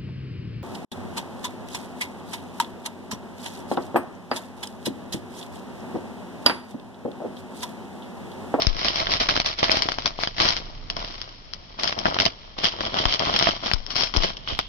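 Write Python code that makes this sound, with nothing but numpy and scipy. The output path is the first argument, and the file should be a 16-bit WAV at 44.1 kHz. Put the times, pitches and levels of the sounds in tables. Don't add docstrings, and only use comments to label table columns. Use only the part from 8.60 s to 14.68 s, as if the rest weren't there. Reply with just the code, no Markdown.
import sys
import numpy as np
from scipy import signal
from scipy.io import wavfile
from scipy.ndimage import uniform_filter1d, minimum_filter1d

SR = 44100
rng = np.random.default_rng(int(sys.argv[2]) if len(sys.argv) > 2 else 0)


def int16_out(signal):
    q = np.round(np.clip(np.atleast_2d(signal).T, -1, 1) * 32767)
    wavfile.write(sys.argv[1], SR, q.astype(np.int16))


N = 268128

# start_s, level_db, heavy_push_db, leftward_pan_db
LOUD_POPS = [(0.019, -2.5, -58, -0.5), (0.068, -6, -25, -1), (0.245, -4.5, -38, 6), (0.282, -3.5, -35, -9),
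             (0.357, -10.5, -56, 14), (0.468, -13, 11, -1), (0.605, -12, -40, 0), (0.69, -11.5, 1, 5),
             (0.763, -3, -18, 1), (0.774, -8, -8.5, 5), (0.799, 1, -18.5, 4), (0.859, -3.5, -36, -1),
             (0.99, -9, -25, 0), (1.028, -2.5, -4.5, -0.5), (1.094, -8.5, 2.5, 1), (1.115, 4, -29, 13),
             (1.169, -3, -12, 0), (1.22, -1.5, -40, 9), (1.286, -5, -11.5, 3), (1.318, -9, -22, 9.5),
             (1.384, -9, -10.5, 3.5), (1.457, 1.5, -32, 11), (1.588, -18, -2, 5.5), (1.634, -3, -17.5, 5),
             (1.672, -7, -14.5, -1), (1.782, -20, -2, 8), (1.8, -2.5, -14.5, 3), (1.886, -0.5, -57, 12),
             (1.965, -8.5, -31, 8), (2.299, -6.5, -37, -2.5), (2.365, -13, -23.5, 4.5),
             (2.445, -17, -25, -6), (2.614, -14, -53, 10), (2.934, -16, -44, 13.5), (3.192, -20.5, -19, 0),
             (3.233, -7.5, -27, 18), (3.275, -8, -53, 15), (3.324, -11.5, -10, 3.5), (3.388, -14, -36, 21),
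             (3.454, -4.5, 26, 13), (3.466, -17.5, 9, 3), (3.542, -9.5, -18, -1), (3.586, -8.5, -11, -3.5),
             (3.599, 1, -26, -1), (3.652, 2, -25, 11), (3.661, -2, -17, -12), (3.985, -14, -10, 4),
             (4.042, -4, -16, 16), (4.052, -3.5, -25, -7), (4.206, -11, -13, 7), (4.341, -10, -10, 7),
             (4.453, -2.5, -10, 5), (4.538, -10.5, -50, 20), (4.593, -16, -57, 27), (4.659, -21, -1, 10),
             (4.738, -6.5, -15.5, -1), (4.761, -2, -25, 3), (4.789, -4, -47, 15), (4.824, -5, -26, 23),
             (4.869, -4, -1, -6), (4.888, -5, -6.5, 11), (4.963, -17, -14, 6), (5.059, -10, -20, -2),
             (5.113, -9, -7, 11), (5.134, -9, -28.5, 20.5), (5.263, -18.5, -43, 11), (5.304, -20, -31, 15),
             (5.363, -8, -23, 11), (5.538, -13.5, -14, 9.5), (5.562, -4.5, -28, 2.5),
             (5.408, -12.5, -30, 10), (5.634, -11, -17, 15), (5.768, -18.5, -46, 4), (5.874, -23, 3, 4),
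             (5.989, -4.5, -13, 4)]
# frequency_hz, gain_db
LEFT_RESPONSE = [(100, -12), (500, -7), (680, 2), (850, 0), (1250, 0), (2200, -4.5), (2800, -9), (3200, -1),
                 (3700, -8), (4600, 0.5), (5250, -2), (5800, -10.5), (6300, -18.5)]
# time_s, leftward_pan_db, low_ring_db, high_ring_db
TIP_PATH = [(0.0, -0.5, -15, -2), (1.08, -0.5, -30, -15.5), (1.34, 1, -31, -12.5), (1.85, 1.5, -12, -7.5),
            (3.4, 1, -8.5, -4), (4.42, 1, 2.5, -16), (4.86, 1, -1.5, -17), (5.37, 5.5, -3.5, 4),
            (5.79, 0.5, 2.5, -11), (6.08, 1.5, 10, -19)]


def gain_of(db):
    return 10 ** (np.asarray(db) / 20)


def unit_rms(x):
    return x / np.sqrt(np.mean(x ** 2) + 1e-20)


def curves(rows):
    times, *columns = np.transpose(rows)
    return [np.interp(np.arange(N) / SR, times, column) for column in columns]


def minimum_phase(response, size=4096):
    points_hz, db = np.transpose(response)
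    hz = abs(np.fft.fftfreq(size, 1 / SR))
    log_gain = np.interp(np.log(hz + 1), np.log(points_hz + 1), db) * np.log(10) / 20
    return np.fft.ifft(np.exp(np.conj(signal.hilbert(log_gain)))).real[:size // 2]


def pan_gains(pan_db):
    return gain_of(np.array([pan_db / 2, -pan_db / 2]))


def blast_wave(push_s):
    u = np.arange(400) / SR / push_s - 1
    wave = (1 - u) * np.exp(-u ** 2 * 0.91)
    wave = wave - wave.mean() * np.exp(-np.arange(400) / 200) * 2
    return wave / np.linalg.norm(wave)


def loud_pops():
    out, left_port = np.zeros((2, N + 800)), minimum_phase(LEFT_RESPONSE)[:300]
    for (start_s, db, heavy_db, pan_db), spot in zip(LOUD_POPS, rng.random((len(LOUD_POPS), 4))):
        wave = gain_of(heavy_db + 3.0) * blast_wave(0.000073 + 0.00045 * spot[3])
        wave[8:10] += np.array([1, -.9])
        pair = np.outer([1, gain_of(3.5 - pan_db)], np.pad(wave, (0, 200)))
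        pair = direct_and_floor(pair, spot)
        pair = pair / abs(np.convolve(pair[0], left_port)).max()
        at = round((start_s + 0.001627) * SR)
        out[:, at:at + pair.shape[1]] += gain_of(db + pan_db / 2 - 2.0) * pair
    return out[:, :N]


def burning_coat(swell_db=31.5, decay_db_per_s=238, glow_heavy_db=-5):
    # time_s, level_db
    glow = [(0, -34.5), (.8, -54.5), (.96, -64), (1.3, -39.5), (1.74, -45), (2.03, -43), (2.27, -48),
            (2.45, -37), (2.8, -48), (3.9, -46.5), (4.15, -65), (5.0, -42), (5.22, -46.5), (6.08, -48)]
    # full_at_s, swell_s, hold_s, level_db, heavy_relative_db
    flares = [(0.0, .02, 0.022, -26, -8), (0.186, 0.092, 0.03, -27.5, -6.5),
              (0.253, 0.059, 0.022, -21, -6.5), (0.369, 0.17, 0.053, -24, -6),
              (0.526, 0.11, 0.0065, -18.5, -6), (0.603, 0.016, 0.0084, -17, -11),
              (0.688, 0.0032, 0.0046, -19, -3), (0.754, 0.027, 0.013, -24.5, -15),
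              (0.861, 0.034, 0.0058, -19, -11.5), (0.993, 0.051, 0.0041, -25, -8),
              (1.03, 0.0068, 0.0075, -17, -8.5), (1.11, 0.021, 0.006, -16.5, -6.5),
              (1.165, .04, 0.014, -21.5, -5), (1.245, 0.031, 0.0071, -29, -2),
              (1.314, 0.025, 0.0079, -33.5, -5), (1.464, 0.14, 0.0065, -30, -6.5),
              (1.612, 0.049, 0.0095, -24.5, -15), (1.806, 0.071, 0.086, -19.5, -8),
              (1.963, 0.051, 0.013, -32.5, -4), (2.372, 0.035, 0.034, -37.5, 1),
              (3.193, 0.019, 0.016, -30.5, -1), (3.24, 0.044, 0.045, -28, -5.5),
              (3.393, 0.085, 0.014, -33.5, 5), (3.455, 0.022, 0.034, -30.5, 8),
              (3.548, .05, 0.016, -30.5, 1), (3.599, 0.01, 0.016, -22, -2.5),
              (3.985, 0.036, 0.032, -35.5, 0), (4.04, 0.03, 0.0022, -18, -10.5),
              (4.248, 0.25, 0.014, -30.5, 4.5), (4.383, 0.18, 0.04, -26.5, 0.5),
              (4.507, 0.13, 0.021, -23.5, -4), (4.6, 0.039, 0.14, -27.5, 0),
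              (4.751, 0.035, 0.14, -24.5, -3), (5.058, 0.11, 0.024, -27, -4),
              (5.307, 0.043, 0.0061, -31.5, -4), (5.357, 0.013, 0.08, -23.5, -7.5),
              (5.546, 0.027, 0.031, -34, 2), (5.642, 0.12, 0.0036, -23, -1.5),
              (5.885, 0.041, 0.022, -29, -3)]
    t, steps = np.arange(N) / SR, np.arange(0, N / SR + .01, .002)
    full_s, swell_s, hold_s, db, heavy_db = np.transpose(flares)[:, :, None]
    rise_db = swell_db * np.minimum(steps - full_s, 0) / swell_s
    flare_db = db + rise_db - decay_db_per_s * np.maximum(steps - full_s - hold_s, 0)
    glow_db = curves(glow)[0]
    fine = gain_of(2 * glow_db) + np.interp(t, steps, gain_of(2 * flare_db).sum(0))
    heavy = gain_of(2 * (glow_db + glow_heavy_db))
    heavy += np.interp(t, steps, gain_of(2 * (flare_db + heavy_db)).sum(0))
    return 10 * np.log10(fine), 10 * np.log10(heavy / fine)


def flurry_power(below_db=23, decay_s=0.01):
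    kicks = np.zeros(N)
    for start_s, db, _, _ in LOUD_POPS:
        kicks[round(start_s * SR)] += gain_of(2 * (db - below_db))
    return signal.lfilter([1], [1, -np.exp(-1 / (decay_s * SR))], kicks)


def crackle(level_db, heavy_db, fine_per_s=2500, heavy_per_s=500, spot_count=10):
    level = np.sqrt(gain_of(2 * (level_db - 1.0)) + flurry_power())
    spread_db = 5.0 * np.clip((level_db + 62.5) / 22, .3, 1)
    chance, spot_of = rng.random((2, N)), rng.integers(0, spot_count, N)
    size = gain_of(spread_db * (np.minimum(rng.exponential(1, (2, N)), [[5.0], [4.0]]) - 2.0))
    fine = size[0] * (chance[0] < fine_per_s / SR) * level * gain_of(16.0)
    heavy = size[1] * (chance[1] < heavy_per_s / SR) * level * gain_of(heavy_db + 16.5)
    out, pan = np.zeros((2, N)), pan_gains(curves(TIP_PATH)[0] - 2.5)
    for k, spot in enumerate(rng.random((spot_count, 4))):
        ticks = signal.lfilter([1, -.6], [1], fine * (spot_of == k))
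        pushes = signal.oaconvolve(heavy * (spot_of == k), blast_wave(0.00025 + 0.00056 * spot[3]))[:N]
        out += direct_and_floor((ticks + pushes) * pan, spot)
    return out


def port_thumps(crack_hz=5100, crack_t60_s=0.0057, final_hz=19):
    # start_s, level_db, sweep_hz, t60_s, crack_relative_db, port (0 is left)
    landings = [(.069, -6.5, 84, 0.29, 7.5, 0), (4.454, -11.5, 85, 0.17, 5.5, 0),
                (5.136, -12, 80.5, 0.29, 10.5, 0), (5.57, -8.5, 84, 0.32, 9.5, 0),
                (5.36, -28, 84, 0.15, -10, 1), (5.926, -18, 85, 0.145, -13, 1)]
    out, t = np.zeros((2, N + SR)), np.arange(SR // 2) / SR
    crack = gain_of(-60 * t / crack_t60_s) * np.sin(2 * np.pi * crack_hz * t)
    for start_s, db, sweep_hz, t60_s, crack_db, port in landings:
        cycles = .13 + np.cumsum(final_hz + sweep_hz * np.exp(-t / .0095)) / SR
        attack = 1 - np.exp(-t / 0.00067)
        swing = attack * gain_of(-60 * t / t60_s) * np.sin(2 * np.pi * cycles)
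        at = round(start_s * SR)
        out[round(port), at:at + len(t)] += gain_of(db) * (gain_of(crack_db) * crack - swing)
    return out[:, :N]


def bright_bursts(tick_s=0.0005, puff_s=0.0052, puff_db=-22, dulling=1.6, pan_db=12):
    # centre_s, level_db
    bursts = [(0.3566, -58), (0.6898, -46), (0.866, -40), (1.1154, -34), (1.1707, -37.5), (1.2216, -46),
              (1.3264, -46), (1.6227, -46), (3.231, -45.5), (3.3872, -53), (3.6456, -39), (4.043, -32.5),
              (4.4536, -44), (4.789, -31.5), (5.135, -33), (5.5692, -48), (5.99, -28.5)]
    out, t = np.zeros((2, N + SR)), abs(np.arange(-1000, 1000)) / SR
    envelope = np.exp(-t / tick_s) + gain_of(puff_db) * np.exp(-t / puff_s)
    for (centre_s, db), noise in zip(bursts, rng.standard_normal((len(bursts), 2, len(t)))):
        band = minimum_phase([(6000, -54), (6900, 3), (16000, -8 + dulling * (db + 26.5))])
        spit = signal.oaconvolve(noise * envelope, band[None], axes=1)
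        spit = spit / abs(spit).max()
        at = round(centre_s * SR) - len(t) // 2
        out[:, at:at + spit.shape[1]] += gain_of(db) * pan_gains(pan_db)[:, None] * spit
    return out[:, :N]


def flame_hiss(level_db):
    hiss = signal.lfilter([1, -.7], [1], rng.standard_normal((2, N)))
    return gain_of(level_db + 0.5) * pan_gains(curves(TIP_PATH)[0] - 2.5) * hiss


def direct_and_floor(pair, spot, mean_lag_s=.00042):
    lag = round((mean_lag_s + .0003 * (spot[0] - .5)) * SR)
    taps = np.zeros((2, 200))
    taps[0, 0] = taps[1, lag] = 1
    taps[0, round(14 + 25 * spot[1])] += .5
    taps[1, lag + round(18 + 30 * spot[2])] += .9
    return signal.oaconvolve(pair, taps, axes=1)[:, :N]


def wall_echoes(x, t60_s=0.026, patterns=3, shift_hz=1.3):
    out, phase = np.zeros((2, N)), 2 * np.pi * shift_hz * np.arange(N) / SR
    for k in range(patterns):
        delays = np.arange(260, 6000, 20) + rng.integers(0, 20, (2, 287))
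        echoes = rng.choice([-1., 1.], delays.shape) * gain_of(-60 * delays / SR / t60_s)
        taps = np.zeros((2, 6020))
        np.put_along_axis(taps, delays, echoes, 1)
        share = np.sqrt(2 / patterns) * np.cos(phase + np.pi * k / patterns)
        out += signal.oaconvolve(x * share, taps / np.linalg.norm(taps[0]), axes=1)[:, :N]
    return signal.lfilter([1, -.75], [1], out)


def ringing(x):
    # pitch_hz, bandwidth_hz
    resonances = [(3150, 630), (5280, 464)]
    return sum(gain_of(db) * signal.lfilter(*signal.iirpeak(hz, hz / width_hz, SR), x)
               for (hz, width_hz), db in zip(resonances, curves(TIP_PATH)[1:]))


def wind():
    # time_s, level_db
    gusts = [(0, -50), (.5, -40.5), (.75, -42.5), (1.0, -47.5), (1.8, -45.5), (2.1, -40.5), (2.35, -39.5),
             (2.7, -50.5), (3.8, -51), (5.4, -45.5), (6.08, -46.5)]
    shared, separate = rng.standard_normal((2, N))
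    pair = np.array([shared, .75 * shared + 0.76 * separate])
    rumble = signal.sosfilt(signal.butter(2, [20, 40], "band", fs=SR, output="sos"), pair)
    flutter = signal.sosfilt(signal.butter(1, [48, 105], "band", fs=SR, output="sos"), pair)
    envelope = uniform_filter1d(abs(rumble).mean(0), size=3000)
    rumble = rumble / np.sqrt(envelope + 1e-9)
    gust_db = curves(gusts)[0]
    return gain_of(gust_db + 3.0) * unit_rms(rumble) + gain_of(0.61 * gust_db - 19.0) * unit_rms(flutter)


def band_limit(x, low_hz=12, high_hz=6550, ceiling=.95, distortion_db=-36):
    # centre_hz, bandwidth_hz
    treble_dips = [(4870, 242), (6010, 150)]
    lowpass = signal.firwin(161, high_hz, window=("kaiser", 9), fs=SR)
    x = signal.oaconvolve(x, lowpass[None], "same")
    x = signal.sosfilt(signal.butter(1, low_hz, "high", fs=SR, output="sos"), x)
    for hz, width_hz in treble_dips:
        x = signal.lfilter(*signal.iirnotch(hz, hz / width_hz, SR), x)
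    limiter_gain = minimum_filter1d(ceiling / np.maximum(abs(x), ceiling), size=61)
    for _ in range(3):
        limiter_gain = uniform_filter1d(limiter_gain, size=21)
    x = x * limiter_gain
    distortion = signal.sosfilt(signal.butter(3, [6900, 8600], "band", fs=SR, output="sos"), x * abs(x))
    return x + gain_of(distortion_db) * distortion


def scene():
    # frequency_hz, gain_db
    right_response = [(100, -15.5), (480, -13.5), (680, 4), (820, -14.5), (1170, -4), (1480, -9.5),
                      (2000, -7), (2700, -5), (3100, -3.5), (3900, -6.5), (4600, -9.5), (5250, -11),
                      (5850, -20.5), (6300, -29.5)]
    level_db, heavy_db = burning_coat()
    sparks = crackle(level_db, heavy_db) + loud_pops()
    sparks = sparks + gain_of(-4.5) * wall_echoes(sparks) + flame_hiss(level_db)
    sparks = sparks + ringing(sparks)
    ports = np.array([minimum_phase(LEFT_RESPONSE), minimum_phase(right_response)])
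    sparks = gain_of(10.0) * signal.oaconvolve(sparks, ports, axes=1)[:, :N]
    return band_limit(sparks + port_thumps() + wind()) + bright_bursts()


def record(dry, cutoff_hz=16200):
    return signal.oaconvolve(dry, signal.firwin(511, cutoff_hz, window=("kaiser", 9), fs=SR)[None], "same")


dry = scene()
out = record(dry)
int16_out(out)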